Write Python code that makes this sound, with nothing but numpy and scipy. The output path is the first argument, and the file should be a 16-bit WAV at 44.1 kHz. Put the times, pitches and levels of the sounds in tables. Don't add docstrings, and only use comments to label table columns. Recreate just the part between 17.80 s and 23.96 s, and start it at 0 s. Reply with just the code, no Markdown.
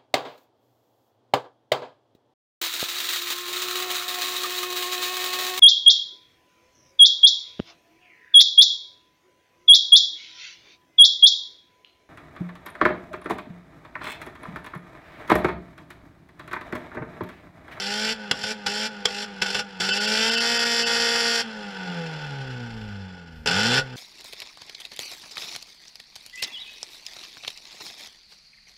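import sys
import numpy as np
from scipy import signal
from scipy.fft import rfft, irfft, next_fast_len
from scipy.io import wavfile
from scipy.ndimage import uniform_filter1d, map_coordinates

SR = 44100
rng = np.random.default_rng(int(sys.argv[2]) if len(sys.argv) > 2 else 0)


def transcribe(u):
    v = np.clip(np.atleast_2d(u).T, -1, 1)
    q = np.round(v * 32767).astype(np.int16)
    wavfile.write(sys.argv[1], SR, q)


N = 271640


def amp(db):
    return 10 ** (np.asarray(db) / 20)


def unit(x):
    return x / np.sqrt(np.mean(x ** 2) + 1e-20)


def along(points, hz):
    f, v = np.transpose(points)
    return np.interp(np.log(hz + 1), np.log(f + 1), v)


def clock():
    return np.arange(N) / SR


def wobble(rate):
    knots = rng.standard_normal(int(N * rate / SR) + 4)
    return map_coordinates(knots, [clock() * rate])


def coloured(x, spectrum, resonances=()):
    size = 2 * next_fast_len(N // 2 + SR // 4)
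    hz = np.fft.rfftfreq(size, 1 / SR)
    gain_db = along(spectrum, hz)
    for centre, width, db in resonances:
        gain_db = gain_db + db / (1 + (2 * (hz - centre) / width) ** 2)
    cepstrum = irfft(np.log(amp(gain_db)))
    cepstrum[1:size // 2] *= 2
    cepstrum[size // 2 + 1:] = 0
    response = np.exp(rfft(cepstrum))
    return irfft(rfft(x, size) * response, size)[:N]


# opens in seconds, shuts in seconds, pull per second, strength at the start
# in dB, swell in dB, growl against the rasp in dB (before its later shaping), unevenness of the cylinders
# in dB, coasting level in dB.
THROTTLE = [(0, .325, 2.053, -30.5, 4.5, -13, 1.8, -1.5), (.512, 0.719, 1.69, -44, 17, -13, 2.5, -3.5),
            (.862, 1.066, 1.952, -30.5, 2.5, -10.5, 2, -2.5),
            (1.255, 1.44, 1.295, -38, 7, -10.5, 3.5, -3.5), (1.615, 1.806, 1.53, -33, 2, -12, 1.5, -5.5),
            (2.0, 3.61, 1.901, -28, 5, -13, -0.3, 0.5), (5.66, 5.996, 1.199, -26.5, 3.5, -7, 0.7, -2.5)]
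START_HZ, FREE_HZ = 192.9, 252.7
LIMIT_HZ, SAG_HZ_PER_S = 236.1, 2.46
DRAG_PER_S = .545


def speed():
    t = clock()
    rate = START_HZ * np.exp(-DRAG_PER_S * t)
    for opens, shuts, pull, *_ in THROTTLE:
        held = np.clip(t, opens, shuts) - opens
        rate_at_opening = np.interp(opens, t, rate)
        climb = FREE_HZ - (FREE_HZ - rate_at_opening) * np.exp(-pull * held)
        ceiling = LIMIT_HZ - SAG_HZ_PER_S * held
        coast = np.exp(-DRAG_PER_S * np.maximum(t - shuts, 0))
        rate = np.where(t >= opens, np.minimum(climb, ceiling) * coast, rate)
    return rate


SWELL_S = 0.39


def throttle(release):
    t = clock()
    strength, character = np.zeros(N), np.zeros((3, N))
    for opens, shuts, _, start_db, swell_db, *settings in THROTTLE:
        swell = np.clip((t - opens) / min(shuts - opens, SWELL_S), 0, 1)
        fade_db = -60 * np.maximum(t - shuts, 0) / release
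        strength = strength + (t >= opens) * amp(start_db + swell_db * swell + fade_db)
        character = np.where(t >= opens, np.array(settings)[:, None], character)
    return strength, *character


PIPE_ECHO = .00215


def puff_shape(firings, rate, fall_db, echo_depth, uneven_db, scatter_db):
    index = (firings - np.floor(firings[0])).astype(int)
    size_db = uneven_db * np.cos(np.pi / 2 * index) + scatter_db * rng.standard_normal(N)[index]
    phase = firings % 1
    age = phase / rate
    echoes = 1 + echo_depth * np.cos(2 * np.pi * age / PIPE_ECHO)
    shape = amp(size_db - fall_db * phase) * echoes
    return shape / np.sqrt(np.abs(uniform_filter1d(shape ** 2, size=SR // 8)))


def blowdown(firings, rate, unlike, size=1024):
    tear = rng.standard_normal(size) + unlike * rng.standard_normal((4, size))
    cylinder = np.floor(firings) % 4
    age_samples = firings % 1 / rate * SR
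    return unit(map_coordinates(tear.ravel(), [cylinder * size + age_samples]))


def pulses(firings, half_db, quarter_db, scatter, count=160, size=8192):
    k = np.arange(count)
    order = k / 4
    whole, half = order % 1 == 0, order % .5 == 0
    between = np.where(half, amp(half_db), amp(quarter_db)) * (order > 1)
    level = np.where(whole, order > 3, between)
    phase = rng.standard_normal(count) * np.where(whole, scatter * order, np.pi)
    cycle = irfft(level * np.exp(1j * phase), size)
    return np.interp(firings / 4 % 1, np.arange(size) / size, cycle)


# centre in Hz, width in Hz, gain in dB.
PIPE = [(333.6,67,-18),(502,207,9),(577,55,-15.5),(813,13,6.5),(893,21,9.5),(1058,129,-14),(1272,19.4,-21),(1469.6,112,13),(1536,53,5.5),(1935,170,-5.5),(2325,35,-15),
        (2780,316,6),(3165,64,5),(3382,92,6),(3490,93,8),(3790,197,-9.5),(4510,114,5.5),(5210,340,4),(6320,440,-7.5),(7315,135,8),(8300,510,-9.5)]
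# frequency in Hz, relative level in dB per Hz.
LOAD_GAS = [(30,-35),(80,-29),(130,-6.5),(220,-20),(400,-7),(900,-5),(1700,-1),(3000,1.5),(5200,3.5),(7000,-5),(9500,-17),(12500,-41),(15500,-43)]
# frequency in Hz, relative level in dB per Hz.
BUZZ = [(200,-29),(500,-16),(900,-19.5),(1500,1),(3000,-4),(5200,0),(7000,-10.5),(9500,-18.5),(14000,-32.5)]
# frequency in Hz, relative level in dB.
PULSE = [(100, 16), (330, 8.5), (480, 10.5), (780, 12), (950, 11), (1250, 12.5), (1520, 10), (1900, 7.5),
         (2600, 7), (4000, 6.5), (6000, -24), (9000, -25)]


def under_load(firings, rate, strength, growl_db, uneven_db):
    fall_db = np.interp(rate, [85, 130, 230], [15, 11, 3])
    regular = np.interp(rate, [85, 200, 232], [.4, .55, .75])
    surge = puff_shape(firings, rate, fall_db, echo_depth=1.0, uneven_db=uneven_db, scatter_db=1.5)
    hiss = unit(coloured(surge * rng.standard_normal(N), LOAD_GAS, PIPE))
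    buzz = unit(coloured(surge * blowdown(firings, rate, unlike=0.67), BUZZ, PIPE))
    rasp = np.sqrt(regular) * buzz + np.sqrt(1 - regular) * hiss
    wave = pulses(firings, half_db=-4, quarter_db=-11, scatter=.22) * np.sqrt(rate)
    # (firing rate Hz, dB)
    on_song = [(130, 4.2), (190, 5.6), (214, 1.5), (225, 7), (234, 5.6)]
    growl_level = amp(growl_db + along(on_song, rate) + 2.3 * wobble(50))
    growl = growl_level * unit(coloured(wave, PULSE, PIPE))
    return strength * thinned(rasp + growl, depth=1.0)


# firing rate in Hz, level in dB before the coasting level and waver.
FIRST_ORDER = [(78, -47), (88, -54.5), (97, -37), (109, -40.5), (124, -37.5), (142, -35), (158, -36.5),
               (172, -31), (192, -40.5), (210, -39.5), (222, -38.5), (233, -44)]
SECOND_ORDER = [(76, -53), (89, -44.5), (110, -40.5), (124, -43.5), (138, -53), (165, -56), (187, -55.5),
                (205, -49), (232, -47.5)]
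THIRD_ORDER = [(76, -49), (100, -70), (130, -50), (150, -56), (168, -39), (188, -68), (212, -57.5),
               (233, -57)]
LOAD_GAIN = (2.94, 5.5, 8.2)
LOAD_LAG, LOAD_LAW = 2.42, 0.78


def boom(firings, rate, load, coast_db, waver_db):
    tones = np.zeros(N)
    orders = zip((FIRST_ORDER, SECOND_ORDER, THIRD_ORDER), LOAD_GAIN)
    for k, (levels, gain) in enumerate(orders, 1):
        angle = 2 * np.pi * k * firings
        coasting = amp(coast_db) * np.sin(angle)
        combustion = gain * load ** LOAD_LAW * np.sin(angle - LOAD_LAG)
        level = amp(along(levels, rate) + waver_db * wobble(30))
        tones = tones + level * (coasting + combustion)
    return np.sqrt(2) * tones


# frequency in Hz, time to fall 60 dB in seconds.
YARD = [(150,0.36),(1500,0.16),(5000,0.064),(14000,0.058)]


def yard(x):
    hz, t, z = signal.stft(rng.standard_normal(SR // 2), SR, nperseg=256)
    decay = amp(-60 * t / along(YARD, hz)[:, None])
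    tail = signal.istft(z * decay, SR, nperseg=256)[1]
    return signal.fftconvolve(x, tail / np.linalg.norm(tail))[:N]


# frequency in Hz, relative level in dB per Hz.
AIR = [(20,-2),(60,10),(130,8),(300,13),(1500,-29),(5000,-28),(15000,-46)]


def still_air(level_db):
    return amp(level_db) * unit(coloured(rng.standard_normal(N), AIR))


# time in seconds, level in dB before the gusts.
RUMBLE = [(0, -68), (3.8, -71), (4.7, -53), (5.1, -60), (5.6, -56)]


def breeze(gust_db):
    spectrum = [(15, -9), (55, 0), (110, -26), (250, -25), (1000, -52)]  # (Hz, dB per Hz)
    level_db = np.interp(clock(), *np.transpose(RUMBLE))
    rumble = unit(coloured(rng.standard_normal(N), spectrum))
    return amp(level_db + gust_db * wobble(9)) * rumble


# frequency in Hz, relative level in dB per Hz.
COAST_GAS = [(30,-28),(150,11),(500,5.5),(900,8),(1700,10),(3000,5),(5200,4),(7000,-7),(10000,-19.5),(15000,-35)]
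# firing rate in Hz, level in dB before the rasp, growl and
PUMPING = [(76, -59.5), (89, -53.5), (127, -46), (172, -41), (200, -43.5), (225, -43.5)]


def overrun(firings, rate, rasp_db, growl_db):
    surge = puff_shape(firings, rate, fall_db=4, echo_depth=.2, uneven_db=2, scatter_db=1.8)
    gas = surge * (rng.standard_normal(N) + 0.35 * blowdown(firings, rate, unlike=0.73))
    rasp = amp(rasp_db) * unit(coloured(gas, COAST_GAS, PIPE))
    wave = pulses(firings, half_db=-3.5, quarter_db=-27, scatter=0.44) * np.sqrt(rate)
    # (Hz, dB)
    soft_pulse = [(150, 10.5), (500, 5.0), (900, 5.5), (1600, -1.0), (3500, -5.0), (8000, -55)]
    growl = amp(growl_db) * unit(coloured(wave, soft_pulse, PIPE))
    return amp(along(PUMPING, rate)) * (rasp + growl)


# start in seconds,
# level in dB before the common trim, time to fall 60 dB after the hold in seconds.
BANGS = [(0.512, -10, 0.012), (.6364, -22, 0.047), (.864, -17.5, 0.083), (1.2522, -23, 0.017),
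         (1.255, -10.5, 0.01), (1.617, -23, 0.042), (1.6203, -16.5, 0.019), (1.63, -22, 0.019),
         (1.66, -24.5, .05), (1.702, -24, 0.041), (1.746, -19.5, 0.11), (1.792, -21.5, 0.061),
         (2.003, -18, 0.081), (2.089, -20, 0.033), (5.6596, -21.5, 0.027), (5.6734, -17.5, 0.013),
         (5.686, -21, .025), (5.711, -20.5, 0.061)]
# frequency in Hz, relative level in dB per Hz.
BANG_GAS = [(30,-8),(130,5),(500,4),(1500,5.5),(3000,6),(5200,6),(7500,-3.5),(10000,-14.5),(15500,-34)]


def bangs(hold, level_db):
    t = clock()
    blast = np.zeros(N)
    for start, db, t60 in BANGS:
        fade_db = -60 * np.maximum(t - start - hold, 0) / t60
        blast = blast + (t >= start) * amp(db + fade_db)
    noise = rng.standard_normal(N)
    steady_level = np.std(coloured(noise, BANG_GAS, PIPE))
    return amp(level_db) * coloured(noise * blast, BANG_GAS, PIPE) / steady_level


# centre in seconds, length in seconds, level of the ring
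# in dB before the throttle strength.
THINNING = [(2.119, 0.04, 3.5), (2.195, 0.026, -1), (2.267, 0.016, -0.5), (2.506, 0.015, 1.5),
            (2.564, 0.029, 1), (2.597, .02, -2.5), (2.785, 0.012, -1.5), (2.847, 0.011, -2),
            (3.049, 0.04, -4)]
# centre in Hz, width in Hz, gain in dB.
RING = [(1475,160,34.5),(2670,130,31),(2870,170,28),(3052,91,34),(3454,81,32),(4524,130,31),(4750,120,29.5),(5230,78,29),(7300,83,28.5)]


def thinned(rasp, depth):
    t = clock()
    windows = [(np.exp(-(2 * (t - centre) / length) ** 4), db) for centre, length, db in THINNING]
    share = np.clip(depth * sum(window for window, db in windows), 0, 1)
    ring = unit(coloured(rng.standard_normal(N), BUZZ, RING))
    ring_level = sum(amp(db) * np.sqrt(window) for window, db in windows)
    return np.sqrt(1 - share) * rasp + ring_level * ring


FIRING_AT = 5.6595
FULL_LOAD_DB = -21.5


def scene():
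    rate = speed()
    strength, growl_db, uneven_db, coast_db = throttle(release=0.072)
    turns = np.cumsum(rate * (1 + .0025 * wobble(35))) / SR
    firings = turns - np.interp(FIRING_AT, clock(), turns)
    exhaust = under_load(firings, rate, strength, growl_db, uneven_db)
    exhaust = exhaust + amp(coast_db) * overrun(firings, rate, rasp_db=2, growl_db=1.0)
    exhaust = exhaust + bangs(hold=0.0036, level_db=-2)
    tones = boom(firings, rate, strength / amp(FULL_LOAD_DB), coast_db, waver_db=1.5)
    air = still_air(level_db=-60.5) + breeze(gust_db=6)
    return (exhaust + amp(-8.5) * yard(exhaust) + tones + air)[None]


TOP_HZ = 15350


def record(dry):
    rounded = dry / (1 + (np.abs(dry) / .5) ** 6) ** (1 / 6)
    size = next_fast_len(N + SR // 2)
    band = np.fft.rfftfreq(size, 1 / SR) < TOP_HZ
    return irfft(rfft(rounded, size) * band, size)[:, :N]


dry = scene()
out = record(dry)
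transcribe(out)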